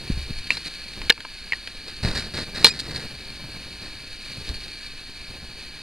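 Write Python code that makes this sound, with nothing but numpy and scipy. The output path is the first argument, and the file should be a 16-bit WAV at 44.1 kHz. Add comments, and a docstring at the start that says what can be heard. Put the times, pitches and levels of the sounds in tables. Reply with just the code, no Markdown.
"""The case of a small handheld camera clicks, creaks and bumps as cloth brushes it among bedding.
Snapping seams ring panel and shell modes; sliding cloth is a mass of tiny thread slips plus a low push.
The camera sways and shuffles, a hand strokes a kitten's fur and the sheet, and hiss runs throughout.
The hardest clicks overload the microphone, and its gain control ducks for a moment after them."""
import sys
import numpy as np
from scipy import signal
from scipy.fft import rfft, irfft
from scipy.io import wavfile

SR = 44100
rng = np.random.default_rng(int(sys.argv[2]) if len(sys.argv) > 2 else 0)


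def dump(signal):
    """Clip the signal to [-1, 1] and save it as 16-bit WAV at the path in sys.argv[1]."""
    limited = np.clip(np.atleast_2d(signal).T, -1, 1)
    pcm = np.round(limited * 32767).astype(np.int16)
    wavfile.write(sys.argv[1], SR, pcm)


N = 256662
TIME_S = np.arange(N) / SR
BIN_HZ = np.fft.rfftfreq(N, 1 / SR)

# All levels are ahead of the gain control.
# Seam snaps: t/s, panel peak level/dB, panel f/Hz, panel t60/s, shell peak re panel/dB
CLICKS = [(0.5052, -3, 2450, 0.014, -13), (.5060, -11, 4200, 0.015, -21), (.5180, -17, 2700, 0.026, -17),
          (0.5704, -18, 4120, 0.011, 0), (1.0172, -20, 1770, 0.0035, -4), (1.0967, -17, 2220, .012, 14.5),
          (1.1009, 10, 4150, 0.006, -6.5), (1.1039, 2.5, 2640, 0.0054, -7), (1.1054, 2, 1720, 0.011, -11),
          (1.1223, -15, 4700, 0.011, 2.5), (1.1777, -27.5, 1180, .008, 2), (1.2047, -21, 3120, .0056, 2),
          (1.2502, -22, 980, 0.026, 0), (1.5220, -12.5, 2170, 0.019, -2.5),
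          (1.5327, -13.5, 1860, 0.018, -2.5), (1.6735, -33.5, 2000, 0.0041, 12),
          (2.6449, 14, 4175, 0.026, 0), (2.6470, 1, 1900, 0.012, 6), (2.657, 12.5, 4100, 0.0042, -16),
          (2.6669, 9.5, 4200, 0.0055, -4.5), (2.6681, -7, 940, .007, -2), (2.9605, -16.5, 4300, 0.012, -9),
          (4.4914, -19, 4270, .007, -17)]
# Case modes: f/Hz, relative level/dB, t60/s
SHELL_MODES = [(470, -28, 0.049), (863, -15, 0.015), (1100, -8, 0.0043), (1700, -5, 0.0053),
               (2345, 0.5, 0.0053), (3170, 4, 0.0019), (3910, 0, 0.0043), (4197, 5, 0.0037),
               (5160, -12, 0.021), (6500, -5, 0.0016), (7400, 2.5, 0.00087), (11400, -3.5, 0.0011)]
# Stick-slip squeak of the case: t/s, f/Hz, level/dB
SQUEAK = [(2.692, 2410, -25), (2.704, 2500, -20), (2.713, 2480, -19), (2.722, 2510, -32)]
# Squeak partials: multiple of f, relative level/dB
SQUEAK_PARTIALS = [(1, -5), (2, -2.5), (3, -13)]
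# Soft blows on the case: t/s, peak level/dB, half width/s
BUMPS = [(0.1029, -13, 0.0011), (.1235, -29.5, 0.006), (0.1763, -23.5, .0015), (.217, -32, .0078),
         (0.3092, -23.5, 0.0012), (0.378, -27.5, 0.0098), (1.02, -28.5, 0.0066), (2.0338, -23, 0.0021),
         (2.0546, -23, .0016), (4.3848, -28, 0.0017), (4.5045, -22, 0.0041), (5.305, -35, .0018),
         (5.431, -34.5, 0.0011)]
# Cloth slides on the case: t/s, length/s, level before tension gains/dB, tautness (0 slack, 1 stretched)
BRUSHES = [(0.5, 0.097, -37, 0.45), (.658, .03, -37.5, .35), (1.878, 0.028, -37.5, 0.3),
           (2.028, 0.093, -28.5, 0.094), (2.113, 0.038, -35, .05), (2.146, .083, -29.5, 0.26),
           (2.223, 0.072, -39.5, 0.17), (2.336, .11, -32.5, 0.19), (2.544, 0.18, -34.5, 0.22),
           (2.648, 0.054, -18.5, 0.74), (2.701, 0.11, -32, 0.24), (2.79, 0.026, -32, 1.0),
           (2.813, 0.25, -36, 0.18), (2.948, 0.033, -39.5, 0.35), (3.82, .09, -44.5, 0.18),
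           (4.474, 0.054, -42.5, 0.076)]
# Bedding shifting under the hand that holds the camera: t/s, level/dB
SHIFTING = [(0, -44.5), (.5, -49), (.75, -53), (1.05, -43.5), (1.2, -54), (1.75, -52), (2.1, -45.5),
            (2.5, -46), (2.92, -35), (3.1, -44.5), (3.85, -48), (4.2, -54), (4.45, -43.5), (4.8, -54.5),
            (5.15, -54.5), (5.3, -46.5), (5.55, -51.5), (5.82, -50)]
# Other hand stroking fur and sheet: t/s, level before the trim in stroking()/dB
STROKING = [(0, -41), (.65, -37.5), (.8, -43), (1.05, -44), (1.6, -47), (3.5, -51.5), (4.3, -41.5),
            (4.75, -40.5), (5.1, -54), (5.82, -73)]
# Resonances of the hollow in front of the microphone: f/Hz, width/Hz, lift/dB
CAVITY = [(1696, 290, 10), (2338, 224, 11.5), (2558, 85, 8), (2944, 540, 6.5), (3743, 270, 8),
          (4302, 590, 16), (4763, 393, 9), (5300, 110, 10), (6190, 850, 7.5), (8340, 640, 4),
          (9520, 770, 11.5), (10850, 530, 6)]
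# Relative spectrum of hiss and stroking, before the cavity: f/Hz, density/dB
HISS_SPECTRUM = [(20, 19.5), (100, -1), (280, 1), (600, -6), (1200, -6), (2400, -5.5), (4600, -7.5),
                 (5550, -16.5), (7500, -14), (10400, -18.5), (12300, -21), (15600, -27)]
# Relative spectrum of rasping threads, before the cavity: f/Hz, density/dB
CLOTH_SPECTRUM = [(200, -5), (600, -17), (1050, -9.5), (1750, 2.5), (2400, -3), (3400, -9.5), (3950, 2.5),
                  (4600, -1.5), (5200, -6.5), (5700, -16), (7600, -17), (8600, -14.5), (11000, -26),
                  (15600, -37)]
# Relative spectrum of cloth pushing on the case: f/Hz, density/dB
PUSH_SPECTRUM = [(20, -21), (60, 8), (140, 7), (300, 0.5), (550, -3.5), (1200, -17.5), (3000, -80)]
# Relative spectrum of the swaying camera: f/Hz, density/dB
SWAY_SPECTRUM = [(8, 7.5), (25, -1), (55, 2.5), (100, -5), (200, -42), (600, -64)]
# Relative spectrum of the shuffling camera: f/Hz, density/dB
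SHUFFLE_SPECTRUM = [(30, -29), (120, -3), (260, -7), (500, -14.5), (1100, -22.5), (3000, -38)]

RECOIL_DB, RECOIL_S = -27.5, 0.00047  # case jolt from a click: re click, half width
SCUFF_DB, SCUFF_S = -17.5, 0.012  # cloth crushed by a bump: re bump, decay time constant
CATCH_S, SLOWING_SHARE = 0.0044, 0.5  # a fold starts at once, slows over this share of its slide
SLACK_PUSH_DB, TAUT_PUSH_DB = 3.5, -22  # taut cloth hardly pushes
SLACK_EDGE_DB, TAUT_EDGE_DB = 0.5, 14  # taut threads rasp more sharply
SETTLE_RISE_S, SETTLE_S = 0.0053, 0.052  # rocking on the mattress after a bump
BUMP_SWAY_DB, BUMP_SHUFFLE_DB = -7.5, -33  # re bump, before the settling envelope
DRAG_SWAY_DB = -9  # sway under a sliding fold, re its push
QUIET_DB, SWAY_DB_PER_DB = -49.5, 0.49  # sway slope against shifting, pivot at the quiet level
HISS_DB = -39.5
BAND_EDGE_HZ = 15800


def gain_of(db):
    """Decibels to amplitude."""
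    return 10 ** (np.asarray(db) / 20)


def evened(x):
    """Scales to rms 1."""
    return x / np.sqrt(np.mean(x ** 2) + 1e-20)


def spectrum_db(points):
    """Interpolates a short dB spectrum over all bins, on a log frequency axis."""
    f_hz, db = np.transpose(points)
    return np.interp(np.log(BIN_HZ + 1), np.log(f_hz + 1), db)


def coloured(x, db):
    """Filters x by a dB spectrum, then scales to rms 1."""
    return evened(irfft(rfft(x) * gain_of(db), N))


def follow(rows, axis=1):
    """One dB column of a timed curve as a gain per sample."""
    columns = np.transpose(rows)
    return gain_of(np.interp(TIME_S, columns[0], columns[axis]))


def wander(rate_hz):
    """Slow random drift of rms 1: noise under a Gaussian low-pass."""
    white = rng.standard_normal(N)
    return evened(irfft(rfft(white) * np.exp(-(BIN_HZ / rate_hz) ** 2), N))


def add(mix, start_s, sound):
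    """Mixes a sound in, in place, cut at the end of the mix."""
    part = mix[round(start_s * SR):][:len(sound)]
    part += sound[:len(part)]


def fibres(per_s, spread_db, clump_db, clump_hz):
    """Threads catch and let go: tiny slips of uneven size that come in clumps."""
    excess = np.minimum(rng.exponential(1, N), 4)
    size = gain_of(spread_db * excess) * rng.standard_normal(N)
    slips = rng.random(N) < per_s / SR
    return evened(size * slips * gain_of(clump_db * wander(clump_hz)))


def cavity_db():
    """Lift by the hollow in front of the microphone: a sum of resonant peaks."""
    lift_db = np.zeros(len(BIN_HZ))
    for f_hz, width_hz, peak_db in CAVITY:
        lift_db += peak_db / (1 + (2 * (BIN_HZ - f_hz) / width_hz) ** 2) ** 0.92
    return lift_db


def clicks(contact_cycles=0.095, grit=0.18, grit_s=0.0029, panel_grit=0.62, scatter=0.0099):
    """A seam snaps: one panel rings briefly, and the snap with its trailing grit shakes the shell."""
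    t = np.arange(SR // 20) / SR
    out = np.zeros(N)
    for start_s, db, panel_hz, t60_s, shell_db in CLICKS:
        contact = t * panel_hz / contact_cycles  # a lower panel lets go more slowly
        snap = contact * np.exp(-contact)
        trail = grit * rng.standard_normal(len(t)) * np.exp(-t / grit_s)
        scrape = signal.fftconvolve(snap, trail)[:len(t)]

        flex = np.cos(2 * np.pi * panel_hz * t) * gain_of(-60 * t / t60_s)
        panel = signal.fftconvolve(snap + panel_grit * scrape, flex)[:len(t)]

        detune = 1 + scatter * rng.standard_normal(len(SHELL_MODES))
        modes = np.zeros(len(t))
        for k, (f_hz, mode_db, ring_s) in enumerate(SHELL_MODES):
            phase = 2 * np.pi * f_hz * detune[k] * t + k * np.pi  # alternating sign
            modes += gain_of(mode_db - 60 * t / ring_s) * np.cos(phase)
        shell = signal.fftconvolve(snap + scrape, modes)[:len(t)]

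        ring = panel / abs(panel).max() + gain_of(shell_db) * shell / abs(shell).max()
        add(out, start_s, gain_of(db) * ring)
    return out


def squeak(jitter=0.0123, jitter_hz=680, flutter_db=2.5, flutter_hz=300):
    """Slips briefly fall into step: a rough, rising harmonic tone."""
    t_s, f_hz, _ = np.transpose(SQUEAK)
    pitch_hz = np.interp(TIME_S, t_s, f_hz) * (1 + jitter * wander(jitter_hz))
    turns = np.cumsum(pitch_hz) / SR
    tone = sum(gain_of(db) * np.sin(2 * np.pi * round(k) * turns) for k, db in SQUEAK_PARTIALS)
    rough = evened(tone * gain_of(flutter_db * wander(flutter_hz)))
    sounding = (TIME_S > t_s[0]) * (TIME_S < t_s[-1])
    return follow(SQUEAK, axis=2) * sounding * rough


def bumps():
    """A padded blow or a click's recoil moves the microphone in and back: one swing of pressure."""
    out = np.zeros(N)
    recoils = [(start_s, db + RECOIL_DB, RECOIL_S) for start_s, db, *_ in CLICKS]
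    for centre_s, db, width_s in BUMPS + recoils:
        u = np.arange(-4 * width_s, 4 * width_s, 1 / SR) / width_s
        add(out, centre_s - 4 * width_s, -gain_of(db) * u * np.exp((1 - u ** 2) / 2))
    return out


def scuffs():
    """Each bump crushes a fold of cloth against the case: decaying thread slips."""
    t = np.arange(SR // 5) / SR
    crush = np.zeros(N)
    for start_s, db, _ in BUMPS:
        add(crush, start_s, gain_of(db + SCUFF_DB) * np.exp(-t / SCUFF_S))
    slips = fibres(per_s=2500, spread_db=4.5, clump_db=2.0, clump_hz=60)
    return crush * coloured(slips, spectrum_db(PUSH_SPECTRUM))


def swell(length_s):
    """Loudness of one slide: the root of a speed that builds up and dies away."""
    t = np.arange(round(length_s * SR)) / SR
    slowing = (1 - t / length_s) / SLOWING_SHARE
    return np.sqrt(np.minimum(1, np.minimum(t / CATCH_S, slowing)))


def tension(taut):
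    """Gains of low push and sharp edge: stretching cloth trades one for the other."""
    push_db = SLACK_PUSH_DB + taut * (TAUT_PUSH_DB - SLACK_PUSH_DB)
    edge_db = SLACK_EDGE_DB + taut * (TAUT_EDGE_DB - SLACK_EDGE_DB)
    return gain_of(push_db), gain_of(edge_db)


def brushes(cavity_share=0.16, edge_hz=3300):
    """Threads rasp on the case, sharper when taut, while coarser folds rumble through it."""
    threads = fibres(per_s=7000, spread_db=1.5, clump_db=1.7, clump_hz=170)
    folds = fibres(per_s=740, spread_db=0.0, clump_db=-2.2, clump_hz=40)
    rasp = coloured(threads, spectrum_db(CLOTH_SPECTRUM) + cavity_share * cavity_db())
    body = irfft(rfft(rasp) / (1 + (BIN_HZ / edge_hz) ** 8), N)
    edge = rasp - body
    push = coloured(folds + 0.87 * threads, spectrum_db(PUSH_SPECTRUM))
    out = np.zeros(N)
    for start_s, length_s, db, taut in BRUSHES:
        push_gain, edge_gain = tension(taut)
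        slide = gain_of(db) * swell(length_s)
        first = round(start_s * SR)
        span = slice(first, first + len(slide))
        add(out, start_s, slide * (body[span] + edge_gain * edge[span] + push_gain * push[span]))
    return out


def grip(sway_db=-46.5, shuffle_db=0):
    """Camera sways and shuffles on the mattress: gently all along, more after bumps; cloth drag adds sway."""
    t = np.arange(SR) / SR
    settling = (1 - np.exp(-t / SETTLE_RISE_S)) * np.exp(-t / SETTLE_S)
    rocking, drag = np.zeros(N), np.zeros(N)
    for start_s, db, _ in BUMPS:
        add(rocking, start_s, gain_of(db) * settling)
    for start_s, length_s, db, taut in BRUSHES:
        push_gain, _ = tension(taut)
        add(drag, start_s, gain_of(db) * push_gain * swell(length_s))

    shifting = follow(SHIFTING)
    sway = coloured(rng.standard_normal(N), spectrum_db(SWAY_SPECTRUM))
    unsteady = gain_of(sway_db) * (shifting / gain_of(QUIET_DB)) ** SWAY_DB_PER_DB
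    pushed = gain_of(BUMP_SWAY_DB) * rocking + gain_of(DRAG_SWAY_DB) * drag

    slips = fibres(per_s=2700, spread_db=1.0, clump_db=3.5, clump_hz=30)
    shuffle = coloured(slips, spectrum_db(SHUFFLE_SPECTRUM))
    shuffle_gain = np.hypot(gain_of(shuffle_db) * shifting, gain_of(BUMP_SHUFFLE_DB) * rocking)
    return sway * np.hypot(unsteady, pushed) + shuffle * shuffle_gain


def stroking(low_hz=1500, trim_db=-1):
    """Fur and soft cotton: a fine fizz of thread slips with the bass cut."""
    slips = fibres(per_s=9000, spread_db=4.0, clump_db=3.5, clump_hz=44)
    bass_cut_db = 10 * np.log10(1 + (low_hz / (BIN_HZ + 1)) ** 4)
    fizz = coloured(slips, spectrum_db(HISS_SPECTRUM) + cavity_db() - bass_cut_db)
    return gain_of(trim_db) * follow(STROKING) * fizz


def hiss(waver_db=0.87, waver_hz=14):
    """Continuous noise coloured by the cavity, wavering slightly in level."""
    air = coloured(rng.standard_normal(N), spectrum_db(HISS_SPECTRUM) + cavity_db())
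    return gain_of(HISS_DB + waver_db * wander(waver_hz)) * air


def scene():
    """Close and dry under the sheet; one microphone feeds both sides, the left a sample late."""
    case = clicks() + squeak() + bumps() + scuffs()
    sound = case + brushes() + grip() + stroking() + hiss()
    return np.array([np.append(0, sound[:-1]), sound])


def lagged(x, lag_s):
    """One-pole smoothing."""
    r = np.exp(-1 / (lag_s * SR))
    return signal.lfilter([1 - r], [1, -r], x)


def record(dry, threshold_db=-21, squeeze_db_per_db=0.44, recover_db_per_s=62,
           sense_s=0.014, attack_s=0.0023):
    """Gain control acts late and recovers slowly; what escapes it overloads; then the band limit."""
    power_db = 10 * np.log10(lagged((dry ** 2).mean(0), sense_s) + 1e-12)
    fall_db = TIME_S * recover_db_per_s
    held_db = np.maximum.accumulate(power_db + fall_db) - fall_db  # peak hold, linear dB release
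    over_db = np.maximum(held_db - threshold_db, 0)
    ducked = dry * gain_of(-squeeze_db_per_db * lagged(over_db, attack_s))
    clipped = ducked / (1 + ducked ** 6) ** (1 / 6)
    low_pass = signal.firwin(255, BAND_EDGE_HZ, window=("kaiser", 8), fs=SR)
    return signal.oaconvolve(clipped, low_pass[None], "same")


dry = scene()
out = record(dry)
dump(out)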